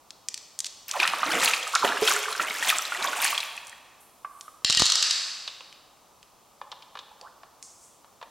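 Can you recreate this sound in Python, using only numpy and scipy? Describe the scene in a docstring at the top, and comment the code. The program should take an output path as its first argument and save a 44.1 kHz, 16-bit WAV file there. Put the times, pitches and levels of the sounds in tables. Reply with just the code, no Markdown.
"""Over quiet air, pearls click in a palm; then a hand scoops water from a shallow pool and throws it four times.
The water is clouds of ringing bubbles, hissing spray and single plops; it drains away into soft high hisses.
Pearls then drop and bounce into an empty shell, which cracks and rings at its own pitches.
Last, fingers work in a wet mussel with dull, damped knocks. All is nearly mono, with a long reverberation."""
import sys
import numpy as np
from scipy import signal
from scipy.fft import rfft, irfft, next_fast_len
from scipy.io import wavfile
from scipy.ndimage import uniform_filter1d, minimum_filter1d, map_coordinates

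SR = 44100
rng = np.random.default_rng(int(sys.argv[2]) if len(sys.argv) > 2 else 0)


def master(y):
    """Save y as 16-bit WAV."""
    cut = np.clip(np.atleast_2d(y).T, -1, 1)
    pcm = np.round(cut * 32767)  # scale
    wavfile.write(sys.argv[1], SR, pcm.astype(np.int16))


N = 366030


def amp(db):
    """Turn decibels into a gain."""
    return 10 ** (np.asarray(db) / 20)


def unit(x):
    """Scale a sound to an average (rms) level of 1."""
    return x / np.sqrt(np.mean(x ** 2) + 1e-20)


def peaked(x):
    """Scale a sound so that its peak is 1."""
    return x / (np.abs(x).max() + 1e-20)


def sized(x):
    """Scale a short sound to the energy of one millisecond at rms 1."""
    return x / np.sqrt(np.sum(x ** 2) * 1000 / SR + 1e-20)


def along(points, hz):
    """Read values between (Hz, value) points, on a log frequency axis."""
    f, v = np.transpose(points)
    return np.interp(np.log(hz + 1), np.log(f + 1), v)


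def filtered(x, response):
    """Multiply the spectrum of a whole track by a response of frequency."""
    m = next_fast_len(N + SR // 2)
    hz = np.fft.rfftfreq(m, 1 / SR)
    return irfft(rfft(x, m) * response(hz), m)[..., :N]


def coloured(x, gain_db, size=4096):
    """Filter a short sound to a dB response without any sound before its start."""
    wanted = amp(gain_db(np.fft.rfftfreq(size, 1 / SR)))
    # folding the cepstrum forward in time makes the filter causal
    cepstrum = irfft(np.log(np.maximum(wanted, 1e-6)))
    cepstrum[1:size // 2] *= 2
    cepstrum[size // 2 + 1:] = 0
    return irfft(rfft(x, size) * np.exp(rfft(cepstrum)))


def add(track, s, sound):
    """Mix a sound into the track at time s."""
    part = track[max(round(s * SR), 0):][:len(sound)]
    part += sound[:len(part)]


def noise(spectrum):
    """Coloured noise of rms 1."""
    return unit(filtered(rng.standard_normal(N), lambda hz: amp(along(spectrum, hz))))


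def wobble(rate):
    """A smooth random curve with a given number of random points a second."""
    points = rng.standard_normal(2048)
    return map_coordinates(points, [np.arange(N) * rate / SR], order=2, mode="wrap")


def swell(s, rise, fall):
    """A gain that climbs 20 dB in the rise time, peaks at s and sinks 20 dB in the fall time."""
    t = np.arange(N) / SR - s
    return amp(-20 * np.maximum(-t / rise, t / fall))


def snap(t60, rattle, size=4096):
    """A hard contact: one impulse, then a random scatter that sinks 60 dB in t60 seconds."""
    t = np.arange(size) / SR
    return (t == 0) + rattle * rng.standard_normal(size) * amp(-60 * t / t60)


def bubble(t, hz, cycles, rise):
    """A bubble dies by 60 dB over some cycles; its pitch rises as it nears the surface."""
    age = t * hz / cycles
    tone = np.sin(2 * np.pi * hz * t * (1 + rise * np.minimum(age, 1) / 2))
    onset = 1 - np.exp(-2 * hz * t)
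    return tone * amp(-60 * age) * onset


def ringing(modes, near_hz, focus_db, size=4096):
    """A struck shell rings in its modes; the place that is struck favours those near one pitch."""
    hz, width, db = np.transpose(modes)[:, :, None]
    t = np.arange(size) / SR
    # each strike varies a little
    strength = amp(db + rng.standard_normal(hz.shape) - focus_db * np.abs(np.log2(hz / near_hz)))
    sign = rng.choice([-1, 1], hz.shape)
    tones = np.sin(2 * np.pi * hz * t) * np.exp(-np.pi * width * t)  # a wide mode dies quickly
    return sized(np.sum(strength * sign * tones, axis=0))


# colour of the quiet air, before it is set to AIR_DB: [f/Hz, level/dB]
AIR_COLOUR = [(15, -43.5), (25, -11.5), (285, -9), (451, -8.5), (818, -4), (1190, -5), (1650, -19),
              (3340, -17), (5730, -17), (8590, -20.5), (16000, -25)]
AIR_DB = -59


def quiet_air():
    """Still air is a steady, faint coloured noise."""
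    return amp(AIR_DB) * noise(AIR_COLOUR)


# sharp wet ticks of pearls, drops and shell: [t/s, relative level/dB, centre f/Hz]
TICKS = [(0.106, -24, 5000), (0.2857, -11, 7400), (0.343, -14.5, 5900), (0.377, -22, 5200),
         (0.590, -12.5, 8900), (0.604, -11, 7200), (0.645, -16, 4800), (0.913, -10.5, 5300),
         (1.077, -6, 2900), (1.752, 1, 5700), (2.785, -8, 8000), (3.352, -18.5, 3450), (4.41, -23.5, 5800),
         (5.727, -31.5, 3000), (6.229, -34.5, 3500), (7.213, -29, 4500), (7.627, -25.5, 6700)]
# runs of fainter ticks, as pearls settle or last drops fall:
# [start t/s, end t/s, middle of relative level/dB, middle of centre f/Hz]
PATTER = [(0.601, 0.699, -20, 6250), (3.544, 3.861, -31.5, 10500)]
# colour shared by all ticks: [f/Hz, level/dB]
TICK_COLOUR = [(300, -40.5), (1200, -5.5), (2500, -2.5), (8000, -4), (11000, -14), (16000, -30)]


def ticks():
    """Tiny hard contacts: a spike with a few milliseconds of broad ring."""
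    out = np.zeros(N)
    faint = []
    for start, end, db, hz in PATTER:
        for u, v, w in rng.random(size=(5, 3)):
            faint.append((start + u * (end - start), db + 6 * (v - .5), hz * 2 ** (w - .5)))
    for s, db, hz in list(TICKS) + faint:
        contact = snap(t60=.019, rattle=.14)
        tick = coloured(contact, lambda f: along(TICK_COLOUR, f) - 9 * np.abs(np.log2((f + 1) / hz)))
        add(out, s, amp(db - 7) * sized(tick))
    return out


# how long the echo takes to sink by 60 dB: [f/Hz, duration t/s]
ECHO_T60 = [(150, 0.18), (500, 1.72), (1500, 1.46), (4000, 1.14), (8000, 1.03), (14000, 1.31)]
# colour of the echo: [f/Hz, level/dB]
ECHO_COLOUR = [(100, -21.5), (300, -5.5), (600, 0), (1500, -3.5), (4500, -3), (8000, -8.5), (14000, -12.5)]


def reverberation(x, delay, count):
    """A long tail whose deep bass dies first; its fine pattern keeps changing."""
    hz, t, z = signal.stft(rng.standard_normal((count, 2 * SR)), SR, nperseg=256)
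    fading = amp(-60 * t / along(ECHO_T60, hz)[:, None])
    tails = signal.istft(z * fading, SR, nperseg=256)[1]
    tails = tails / np.linalg.norm(tails[0])
    tails = np.pad(tails, ((0, 0), (int(delay * SR), 0)))
    # the tails take turns at constant power
    turn = np.arange(N) / SR * 14 + np.arange(count)[:, None] / count
    shares = np.cos(2 * np.pi * turn / 2) * np.sqrt(2 / count)
    wet = signal.fftconvolve(x * shares, tails, axes=1)[:, :N].sum(axis=0)
    return filtered(wet, lambda f: amp(along(ECHO_COLOUR, f)))


# the hand pulls through the pool: [peak t/s, rise t/s, bubbling level/dB, deep churn level/dB]
SCOOPS = [(1.03, .1, -23, -46.5), (1.35, 0.23, -22, -32), (1.85, .04, -23, -29), (2.41, .03, -26, -36),
          (3.04, 0.2, -28, -42.5)]
SCOOP_FALL_S, SCOOP_SPRAY_DB = 0.15, -14.5  # time to sink by 20 dB; spray against bubbling
# a thrown handful lands: [peak t/s, rise t/s, spray level/dB]
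THROWS = [(1.44, 0.11, -23.5), (2.095, 0.12, -25), (2.692, 0.19, -27.5), (3.255, 0.16, -27.5)]
THROW_FALL_S, THROW_CHURN_DB = .15, -16.5  # time to sink by 20 dB; churn against spray
# water runs off the hands between throws, then drains away; bubbling is against the trickle's spray
TRICKLE_DB, TRICKLE_BUBBLING_DB, DRAIN_FROM_S, DRAIN_DB_PER_S = -44, -15, 3.31, 49
WET_FROM_S, WET_UNTIL_S = 0.88, 4.0  # the span in which bubbles start


def water_motion():
    """Gains of churn, bubbling and spray: scoops mostly bubble, throws do both, a trickle joins them."""
    t = np.arange(N) / SR
    trickle = amp(TRICKLE_DB - DRAIN_DB_PER_S * np.maximum(t - DRAIN_FROM_S, 0))
    power = np.outer([0, amp(TRICKLE_BUBBLING_DB), 1], trickle) ** 2
    for s, rise, db, churn_db in SCOOPS:
        levels = amp([churn_db, db, db + SCOOP_SPRAY_DB])
        power += np.outer(levels, swell(s, rise, SCOOP_FALL_S)) ** 2
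    for s, rise, db in THROWS:
        levels = amp([db + THROW_CHURN_DB, db, db])
        power += np.outer(levels, swell(s, rise, THROW_FALL_S)) ** 2
    return np.sqrt(power) * (t > WET_FROM_S)


def bubbles(hz, spread, cycles, scatter_db, count, size):
    """A cloud of bubbles of random pitch and strength, rms 1 over the wet span."""
    start, end = WET_FROM_S, WET_UNTIL_S
    when, strength = rng.random((2, count, 1))
    pitch = np.clip(hz * np.exp(spread * rng.standard_normal((count, 1))), 80, 16000)
    gain = amp(-scatter_db * np.log(np.maximum(strength, .02))) * np.sqrt(pitch / hz)
    grains = gain * bubble(np.arange(size) / SR, pitch, cycles, rise=0.65)
    index = ((start + when * (end - start)) * SR).astype(int) + np.arange(size)
    cloud = np.bincount(index.ravel(), grains.ravel(), N)[:N]
    return unit(cloud) * np.sqrt((end - start) * SR / N)


# colour of the fine spray: [f/Hz, level/dB]
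SPRAY_COLOUR = [(880, -36.5), (1500, -12.5), (2100, -2.5), (2440, 1.5), (4080, -7.5), (7100, -6),
                (13700, -15), (16000, -23)]
CLUMP_DB, CLUMPS_PER_S = 2, 55  # the spray comes down in clumps


def splashes():
    """Big bubbles churn, small ones chatter, and thrown water patters and crackles on the ground."""
    churn, bubbling, spray = water_motion()
    low = bubbles(hz=495.5, spread=.48, cycles=14, scatter_db=4.5, count=1100, size=2048)
    low = filtered(low, lambda hz: 1 / np.sqrt(1 + (90 / (hz + 1)) ** 6))  # less rumble below 90 Hz
    middle = bubbles(hz=1550, spread=0.4415, cycles=44, scatter_db=1.5, count=1500, size=1024)
    droplets = amp(-1.5) * bubbles(hz=4100, spread=.5, cycles=38, scatter_db=5, count=1400, size=512)
    crackle = bubbles(hz=6700, spread=.6, cycles=5, scatter_db=4.5, count=5000, size=128)
    beads = amp(-8) * bubbles(hz=9500, spread=.3, cycles=32, scatter_db=5, count=300, size=256)
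    fizz = crackle + amp(0.5) * rng.standard_normal(N)
    mist = np.std(fizz) * unit(filtered(fizz, lambda hz: amp(along(SPRAY_COLOUR, hz))))
    clumps = amp(CLUMP_DB * wobble(CLUMPS_PER_S))
    falling = spray * clumps * (amp(-3.0) * mist + droplets + beads)
    return amp(-3.5) * churn * low + amp(-2.5) * bubbling * middle + falling


# air pockets that open or close under the hand: [t/s, length t/s, start f/Hz, end f/Hz, level/dB]
GULPS = [(0.938, 0.041, 1245, 694, -28.5), (1.338, 0.073, 410.5, 571, -34), (1.734, 0.027, 1143, 1440, -24),
         (1.823, 0.045, 1389, 518, -21.5), (2.104, 0.024, 1616, 970, -24.5),
         (2.987, 0.135, 1250, 679, -38.5), (3.149, 0.076, 634, 1170, -38.5),
         (7.209, 0.078, 564.4, 1660, -47)]


def gulps():
    """Turbulence sounds an air pocket whose resonance slides as its size changes."""
    out = np.zeros(N)
    for s, length, start_hz, end_hz, db in GULPS:
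        u = np.linspace(0, 1, int(length * SR))
        phase = 2 * np.pi * np.cumsum(start_hz * (end_hz / start_hz) ** u) / SR
        # two random curves, 600 points a second, roughen the sliding tone
        knots = rng.standard_normal((2, 256))
        a, b = [map_coordinates(k, [u * length * 600], mode="wrap") for k in knots]
        tone = unit(a * np.sin(phase) + b * np.cos(phase))
        add(out, s, amp(db) * tone * np.sqrt(np.abs(np.sin(np.pi * u))))
    return out


# single large bubbles and drops: [t/s, relative level/dB, pitch f/Hz]
PLOPS = [(1, -8.5, 2440), (1.03, -10, 2520), (1.052, -16.5, 1310), (1.135, -13, 1150), (1.231, -12, 1210),
         (1.477, -9.5, 2720), (1.535, -9.5, 2500), (1.756, -9, 1360), (2.021, -11, 431),
         (2.076, -7.5, 3200), (2.351, -21, 1550), (2.397, -14, 1340), (2.626, -14, 1850),
         (2.701, -11.5, 2450), (2.948, -21, 1920), (3.047, -15.5, 1120), (3.083, -18.5, 1076),
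         (3.251, -17, 1730), (3.378, -12.5, 3290), (3.577, -23, 2550), (3.728, -34, 1840),
         (4.247, -22.5, 1140), (4.48, -30.5, 1220), (7.115, -41, 846)]
# smaller drops fall at random among them, around this relative level and pitch
STRAY_FROM_S, STRAY_UNTIL_S, STRAY_DB, STRAY_HZ = 1.05, 3.45, -20, 2204
RING_CYCLES, RING_GROWS = 45.4, 0.24  # cycles at 1 kHz; smaller bubbles ring for more of them
SLAP_DB, SLAP_GROWS = -1.5, 1.31  # the slap grows faster than the drop's level


def plops():
    """A drop slaps the surface and traps one large ringing bubble."""
    out, t = np.zeros(N), np.arange(4096) / SR
    strays = []
    for u, v, w in rng.random(size=(36, 3)):
        s = STRAY_FROM_S + u * (STRAY_UNTIL_S - STRAY_FROM_S)
        strays.append((s, STRAY_DB + 8 * (v - .5), STRAY_HZ * 4 ** (w - .5)))
    for s, db, hz in list(PLOPS) + strays:
        contact = snap(t60=.055, rattle=.35)
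        slap = sized(coloured(contact, lambda f: -8 * np.log2((f + 1) / hz) ** 2))
        ring = peaked(bubble(t, hz, cycles=RING_CYCLES * (hz / 1000) ** RING_GROWS, rise=0.046))
        add(out, s, amp(db - 2.5) * ring + amp(SLAP_GROWS * db + SLAP_DB) * slap)
    return out


# soft high hisses: [peak t/s, rise t/s, level/dB, centre f/Hz]
HISSES = [(4.009, 0.021, -57, 10380), (4.45, 0.36, -57.5, 9500), (7.634, .01, -47.5, 6670),
          (7.84, 0.16, -54.5, 7360)]
HISS_FALL_S, HISS_SKIRT_DB = 0.24, 32  # time to sink by 20 dB; loss one octave from the centre


def hisses():
    """Narrow swells of high noise while the wet hands move."""
    out = np.zeros(N)
    for s, rise, db, hz in HISSES:
        source = rng.standard_normal(N)
        band = filtered(source, lambda f: amp(-HISS_SKIRT_DB * np.log2((f + 1) / hz) ** 2))
        out += amp(db) * swell(s, rise, HISS_FALL_S) * unit(band)
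    return out


# pearls landing and bouncing in the empty shell:
# [t/s, relative level/dB, pitch that the strike favours f/Hz, relative thud level/dB]
DROPS = [(4.647, 2.5, 3850, -38.5), (4.6989, -1.5, 3790, -39), (4.7066, -9.5, 3750, -52),
         (4.7255, -5, 2830, -57), (4.7491, -11, 4270, -72), (4.7727, 2.5, 2610, -40),
         (4.7959, 1, 4080, -42.5), (4.8017, -0.5, 4270, -35.5), (4.8206, -3.5, 4150, -29.5),
         (4.8559, -3, 4500, -52), (4.8648, -4, 4200, -66), (4.9003, -9, 3850, -63),
         (4.921, -2.5, 3740, -75), (4.9555, 0, 4420, -78), (5.0261, 0.5, 4130, -67),
         (5.1093, -2, 3830, -54)]
# ringing modes of the empty shell: [f/Hz, width f/Hz, level/dB]
SHELL_MODES = [(1885, 25, -5.5), (2830, 42, -6.5), (3100, 27, -6), (3850, 88, 3.5), (4270, 95, -36),
               (5000, 220, 12), (5590, 270, 17), (7190, 280, -16)]
# colour of the contact of pearl on shell: [f/Hz, level/dB]
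CLACK_COLOUR = [(290, -58), (500, -37.5), (1210, -11), (2330, -13.5), (2770, -3), (3490, -3.5), (4340, 4.5),
                (5310, -1.5), (7420, -3.5), (16000, -39)]


def pearls():
    """Each landing cracks and rings the shell; the heavy ones thud through to the ground."""
    out, thuds = np.zeros(N), np.zeros(N)
    # colour of the ground: [f/Hz, level/dB]
    ground = [(20, -26), (60, 0.5), (150, 3), (300, 2.5), (550, 0), (1200, 0.5), (4000, -55)]
    for s, db, favoured_hz, thud_db in DROPS:
        crack = sized(coloured(snap(t60=.012, rattle=.16), lambda f: along(CLACK_COLOUR, f)))
        ring = ringing(SHELL_MODES, favoured_hz, focus_db=26)
        add(out, s, amp(db - 10.5) * ring + amp(db - 1.5) * crack)
        thud = sized(coloured(snap(t60=0.014, rattle=.02), lambda f: along(ground, f)))
        add(thuds, s, amp(thud_db + 20) * thud)
    return out, thuds


# fingers knocking in the full mussel: [t/s, relative level/dB, pitch that the knock favours f/Hz]
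KNOCKS = [(5.477, -21, 3626), (5.607, -33.5, 2800), (6.615, -26.5, 1010), (6.717, -29.5, 3580),
          (6.725, -30.5, 1060), (6.823, -39, 3560), (6.954, -29.5, 1120), (6.972, -31.5, 1820),
          (6.99, -30, 3540), (7.433, -36.5, 958), (8.045, -44.5, 1200), (8.214, -33.5, 1220),
          (8.227, -29.5, 1130)]
# colour of the knock: [f/Hz, level/dB]
MUSSEL_COLOUR = [(150, -43), (250, -29), (507, -1), (675, -7), (1080, 2), (1820, -18.5), (2090, -13.5),
                 (3640, -5.5), (6670, -18.5), (14000, -40)]
# ringing modes of the full mussel: [f/Hz, width f/Hz, level/dB]
MUSSEL_MODES = [(555, 23, -16.5), (1120, 57, -11.5), (1747, 93, -0.5), (2465, 29, -6.5), (2915, 20, -8.5),
                (3240, 48, -14), (3560, 29.7, -6)]


def knocks():
    """Flesh damps the full mussel, so it answers with a dull knock and a short ring."""
    out = np.zeros(N)
    for s, db, favoured_hz in KNOCKS:
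        contact = snap(t60=.038, rattle=.3)
        knock = coloured(contact, lambda f: along(MUSSEL_COLOUR, f) - 6 * np.abs(np.log2((f + 1) / favoured_hz)))
        ring = ringing(MUSSEL_MODES, favoured_hz, focus_db=15)
        add(out, s, amp(db + 0.5) * sized(knock) + amp(db - 8.5) * ring)
    return out


# left minus right for the pool, which leans right in the lower middle: [f/Hz, level/dB]
POOL_PAN = [(60, 0.5), (150, 4.5), (380, -3), (600, -4), (1050, -3.5), (2000, 0), (5980, 0.5), (12000, 0)]
# side (left-right difference) gain of the reverberation: [f/Hz, level/dB]
ECHO_WIDTH = [(100, 1), (700, -17.5), (2000, -21.5), (3500, -33), (4600, -17.5), (6000, -5.5),
              (15000, -5.5)]
# side minus mid for the air: [f/Hz, level/dB]
AIR_WIDTH = [(100, -3.5), (1000, -9.5), (2000, -9), (4200, -23.5), (6000, -2.5), (15000, -7)]
SPRAY_SIDE_DB, SPRAY_LAG_S = -10, .004  # late, softer water in the side, against the echo's width


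def scene():
    """Water, pearls and mussel in one reverberant space; echo, air and late water give the width."""
    air, air_side = quiet_air(), quiet_air()
    water, drips = splashes() + gulps(), plops()
    clacks, thuds = pearls()
    fingers = ticks() + knocks()
    pool_send = amp(-4.0) * water + amp(-5) * drips
    shell_send = amp(-2.5) * clacks + amp(-4) * fingers
    pool = water + drips + reverberation(pool_send, delay=.011, count=3)
    pool = filtered(pool, lambda hz: amp(np.array([along(POOL_PAN, hz), -along(POOL_PAN, hz)]) / 2))
    shells = clacks + thuds + fingers + hisses() + reverberation(shell_send, delay=.011, count=4)

    echo_side = reverberation(pool_send + shell_send, delay=0.0026, count=2)
    side = filtered(echo_side, lambda hz: amp(along(ECHO_WIDTH, hz)))
    side += filtered(air_side, lambda hz: amp(along(AIR_WIDTH, hz)))
    side += filtered(water, lambda hz: amp(along(ECHO_WIDTH, hz) + SPRAY_SIDE_DB)
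                     * np.exp(-2j * np.pi * hz * SPRAY_LAG_S))
    return pool + shells + air + np.array([side, -side])


def limited(x, ceiling_db, size):
    """A fast look-ahead limiter ducks everything around each peak above the ceiling."""
    needed = np.minimum(1, amp(ceiling_db) / (np.abs(x).max(axis=0) + 1e-9))
    return x * uniform_filter1d(minimum_filter1d(needed, size), size)


TOP_HZ = 16000


def record(dry):
    """The peaks are limited, then a steep filter removes what lies above the band limit."""
    held = limited(dry, ceiling_db=-4.5, size=121)  # size in samples
    return filtered(held, lambda hz: 1 / np.sqrt(1 + (hz / TOP_HZ) ** 240))


dry = scene()
out = record(dry)
master(out)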